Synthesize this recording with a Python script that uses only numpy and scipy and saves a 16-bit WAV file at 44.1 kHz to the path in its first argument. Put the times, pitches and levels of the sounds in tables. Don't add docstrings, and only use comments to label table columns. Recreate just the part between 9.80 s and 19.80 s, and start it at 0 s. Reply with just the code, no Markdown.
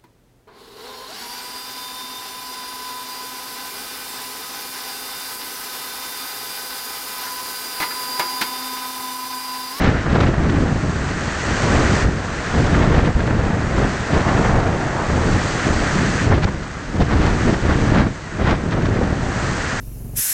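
import sys
import numpy as np
from scipy import signal
from scipy.fft import rfft, irfft
from scipy.io import wavfile
from scipy.ndimage import uniform_filter1d

SR = 44100
rng = np.random.default_rng(int(sys.argv[2]) if len(sys.argv) > 2 else 0)


def put_to_file(sound):
    columns = np.atleast_2d(sound).T
    safe = np.clip(columns, -1, 1)
    whole_steps = np.round(safe * 32767)
    wavfile.write(sys.argv[1], SR, whole_steps.astype(np.int16))


N = 441000
T = np.arange(N) / SR


def undb(db):
    return 10 ** (np.asarray(db) / 20)


def unit(x):
    return x / np.sqrt(np.mean(x ** 2))


def noise():
    return rng.standard_normal(N)


def colour(x, points):
    hz, db = np.transpose(points)
    f_hz = np.maximum(np.arange(N // 2 + 1) * SR / N, 1)
    gain = undb(np.interp(np.log(f_hz), np.log(hz), db))
    return unit(irfft(rfft(x) * gain, N))


def walk(rate_hz):
    width = max(int(SR / rate_hz), 2)
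    return unit(uniform_filter1d(uniform_filter1d(noise(), width), width))


def even(x, span_s):
    width = int(span_s * SR)
    power = uniform_filter1d(uniform_filter1d(x ** 2, width), width)
    return x / np.sqrt(power + 1e-9)


def drops(rate_hz, spread_db):
    hit = rng.random(N) < rate_hz / SR
    size = undb(spread_db * np.minimum(rng.exponential(size=N), 5))
    return unit(hit * size * np.sign(noise()))


def churn(x, depth_db, rate_hz):
    f_hz = np.arange(N // 2 + 1) * SR / N
    octave = np.log2(np.clip(f_hz, 125, 8000) / 125)
    spectrum = rfft(x)
    total = np.zeros(N)
    for k in range(7):
        band = irfft(spectrum * np.maximum(1 - abs(octave - k), 0), N)
        total += band * undb(depth_db * walk(rate_hz))
    return unit(total)


def envelope(start_s, hold_s, rise_s, fall_s):
    before = (start_s - T) / rise_s
    after = (T - start_s - hold_s) / fall_s
    return np.exp(-np.maximum(np.maximum(before, after), 0))


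def together(steady_db, events):
    power = undb(steady_db) ** 2 + sum((undb(db) * shape) ** 2 for db, shape in events)
    return np.sqrt(power)


def sea_levels():
    # peak_s, hold_s, rise_s, fall_s, roar_db, spray_db
    level_rows = [(0.046, 0.18, 0.1, 0.11, -29, -58), (1.804, 0.42, 0.65, 0.034, -23.5, -32),
                  (2.69, 0.12, 0.45, 0.52, -27, -37), (4.05, 0.64, 0.31, 0.068, -29, -38.5),
                  (5.678, 0.75, 0.61, 0.073, -24.5, -33), (7.6, 0.078, 0.31, 0.23, -28, -37),
                  (7.997, 0.11, 0.17, 0.07, -27.5, -39.5), (9.643, 0.46, 0.26, 0.1, -26, -35)]
    base_roar_db, base_spray_db = -34.5, -44.5
    shapes = [envelope(s, hold, rise, fall) for s, hold, rise, fall, _, _ in level_rows]
    *_, roar_db, spray_db = np.transpose(level_rows)
    roar_gain = together(base_roar_db, zip(roar_db, shapes))
    spray_gain = together(base_spray_db, zip(spray_db, shapes))
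    return roar_gain, spray_gain


def sea():
    # freq_hz, level_db
    roar_points = [(60, -16), (200, -4.5), (450, -1), (950, -1.5), (1350, 2), (1850, 1.5), (2250, -6.5),
                   (3200, -12), (4400, -18), (5300, -21.5), (6200, -25.5), (9000, -51)]
    # freq_hz, level_db
    spray_points = [(1200, -10), (2400, 4.5), (3400, -0.5), (4500, 4.5), (5300, 1.5), (6100, 4.5),
                    (7200, 2), (8000, -1), (8700, -7.5), (9400, -21.5)]
    roar_gain, spray_gain = sea_levels()
    roar = churn(colour(noise(), roar_points), depth_db=1.2, rate_hz=22)
    mist = noise() + undb(-4) * drops(rate_hz=3000, spread_db=4.0)
    spray = churn(colour(mist, spray_points), depth_db=0.36, rate_hz=26)
    return roar_gain * roar + spray_gain * spray


def breakers():
    # burst_s, level_db, rise_s, fall_s
    waves = [(4.6, -22.5, 0.24, 0.45), (5.1, -29, 0.16, 0.42), (6.5, -46.5, .15, .25)]
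    # freq_hz, level_db
    splash_points = [(80, -12), (170, 0.5), (350, -9), (650, 6), (950, 3), (1300, -1), (1900, -8),
                     (3000, -35), (7000, -27.5), (9000, -46)]
    surge = sum(undb(db) * envelope(s, 0, rise, fall) for s, db, rise, fall in waves)
    water = noise() + undb(-10.0) * drops(rate_hz=4500, spread_db=5.5)
    return surge * churn(colour(water, splash_points), depth_db=2.5, rate_hz=23)


def gusts():
    # start_s, hold_s, release_s, buffet_db, tear_db
    gust_rows = [(0.02, 0.06, 0.16, -15, -23.5), (0.306, 0.17, 0.094, -15, -22.5),
                 (0.596, 0.16, 0.52, -15, -25.5), (1.693, 0.05, 0.04, -19.5, -26),
                 (1.844, 0.21, 0.37, -17, -23), (2.768, 0.518, 0.03, -14, -23),
                 (3.39, 0.26, 0.43, -17, -24), (3.978, 0.033, 0.14, -16, -22),
                 (4.334, 0.05, 0.07, -16, -21), (4.487, 0.16, 0.76, -17, -22),
                 (5.325, 0.18, 0.17, -16, -23), (5.876, 0.05, 0.2, -17.5, -25.5),
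                 (6.146, 0.25, 0.1, -18, -30), (6.468, 0.068, 0.12, -12.5, -21.5),
                 (7.198, 0.025, 0.025, -13, -23.5), (7.313, 0.18, 0.13, -15, -27),
                 (7.654, 0.035, 0.14, -14.5, -25), (7.862, 0.18, 0.06, -16.5, -26.5),
                 (8.098, 0.16, 0.033, -13, -25.5), (8.613, 0.14, 0.049, -15, -22),
                 (8.862, 0.13, 0.24, -18.5, -28), (9.069, 0.095, 0.73, -18, -27)]
    attack_s = 0.045
    breeze_buffet_db, breeze_tear_db = -31.5, -42.5
    flutter_db, flutter_hz = 1.0, 15
    shapes = [envelope(s, hold, attack_s, release) for s, hold, release, _, _ in gust_rows]
    *_, buffet_db, tear_db = np.transpose(gust_rows)
    flutter = undb(flutter_db * walk(flutter_hz))
    buffeting = flutter * together(breeze_buffet_db, zip(buffet_db, shapes))
    tearing = flutter * together(breeze_tear_db, zip(tear_db, shapes))
    return buffeting, tearing


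def strays(tearing):
    rate_hz = 13
    relative_db = (-9.5, 1.5)
    length_range_s, top_range_hz = (0.005, 0.017), (3400, 330)
    when, width = rng.random((int(rate_hz * N / SR), 2)).T
    s = when * N / SR
    db = 20 * np.log10(np.interp(s, T, tearing)) + np.interp(width, [0, 1], relative_db)
    length_s = np.exp(np.interp(width, [0, 1], np.log(length_range_s)))
    top_hz = np.exp(np.interp(width, [0, 1], np.log(top_range_hz)))
    return list(zip(s, db, length_s, top_hz))


def add(track, sound, centre_s):
    at = int(centre_s * SR) - len(sound) // 2 + np.arange(len(sound))
    inside = (at >= 0) & (at < N)
    track[at[inside]] += sound[inside]


def eddies(rows, breakup):
    port = [(1900, 1.5), (2500, -4), (4100, -1.5), (6000, -2), (7200, -4.0), (9000, -20)]  # freq_hz, level_db
    air = even(colour(noise() * breakup, port), span_s=0.015)
    out = np.zeros(N)
    t = np.arange(-SR // 8, SR // 8) / SR
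    for centre_s, level_db, length_s, top_hz in rows:
        start = rng.integers(N - len(t))
        low_pass = signal.butter(2, top_hz, fs=SR, output="sos")
        high_pass = signal.butter(1, top_hz / 7, "high", fs=SR, output="sos")
        burst = signal.sosfilt(np.vstack([low_pass, high_pass]), air[start:start + len(t)])
        bell = np.exp(-2 * (t / length_s) ** 2)
        burst_rms = np.sqrt(np.average(burst ** 2, weights=bell ** 2))
        add(out, undb(level_db) * bell * burst / burst_rms, centre_s)
    return out


def wind():
    # freq_hz, level_db
    buffet_points = [(12, -17), (24, -3), (40, -3.5), (70, 0), (120, -1), (180, -4), (290, -8),
                     (450, -18.5), (900, -29.5), (2500, -78)]
    # freq_hz, level_db
    tear_points = [(100, -18.5), (230, -8.5), (320, 2.5), (450, 2), (700, -1), (1000, -6.5), (1500, -7.5),
                   (1900, -9), (2500, -20), (4000, -33), (6000, -39), (9000, -57)]
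    # freq_hz, level_db
    crackle_points = [(400, -8), (1000, -3), (1800, -6.5), (2500, -4.5), (4100, -10), (6000, -18.5),
                      (9000, -38)]
    # centre_s, level_db, length_s, top_hz
    eddy_rows = [(0.05, -21, 0.077, 2000), (0.092, -14, 0.02, 120), (0.36, -14.5, 0.016, 1000),
                 (0.408, -17.5, 0.0086, 2200), (0.437, -20, 0.016, 1800), (0.699, -25, 0.011, 2000),
                 (2.27, -11.5, 0.044, 130), (2.951, -23, 0.029, 1900), (3.027, -20.5, 0.017, 1700),
                 (3.165, -23, 0.087, 1090), (3.277, -16, 0.019, 500), (3.362, -9, 0.018, 90),
                 (3.407, -23.5, 0.007, 2180), (4.345, -24.5, 0.032, 1900), (4.37, -14.5, 0.041, 80),
                 (4.77, -15, 0.063, 80), (5.545, -16, 0.06, 100), (6.52, -17, 0.014, 1100),
                 (6.633, -22.5, 0.014, 2900), (6.646, -19, 0.005, 3220), (6.649, -10, 0.015, 140),
                 (6.683, -23, 0.019, 1010), (6.836, -36, 0.015, 3800), (7.22, -25.5, 0.018, 2100),
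                 (7.322, -21.5, 0.043, 1500), (7.453, -23.5, 0.098, 1900), (7.689, -14, 0.022, 450),
                 (7.741, -24.5, 0.014, 2420), (7.909, -21, 0.045, 1580), (8.185, -19, 0.07, 1680),
                 (8.686, -19.5, 0.047, 1800), (8.711, -21, 0.005, 3100), (8.927, -23.5, 0.02, 2180),
                 (9.06, -26, 0.011, 2900), (9.218, -12.5, 0.01, 400)]
    buffeting, tearing = gusts()
    ragged = noise() * undb(1.85 * walk(140))
    pressure = even(colour(ragged, buffet_points), span_s=0.094)
    breakup = unit((0.68 + abs(pressure)) ** 0.66 * undb(2.3 * walk(60)))
    tear = even(colour(noise(), tear_points) * breakup, span_s=0.086)
    flecks = undb(9 * np.tanh(walk(130)))
    crackle = unit(buffeting * tearing * flecks * colour(noise(), crackle_points))
    bursts = eddies(eddy_rows + strays(tearing), breakup)
    return buffeting * pressure + tearing * tear + undb(-41) * crackle + bursts


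def scene():
    return (sea() + breakers() + wind())[None]


def record(dry):
    ceiling, top_hz = 1.0, 9500
    rounded = ceiling * np.tanh(dry / ceiling)
    low_pass = signal.ellip(10, 0.2, 80, top_hz, fs=SR, output="sos")
    return signal.sosfilt(low_pass, rounded)


dry = scene()
out = record(dry)
put_to_file(out)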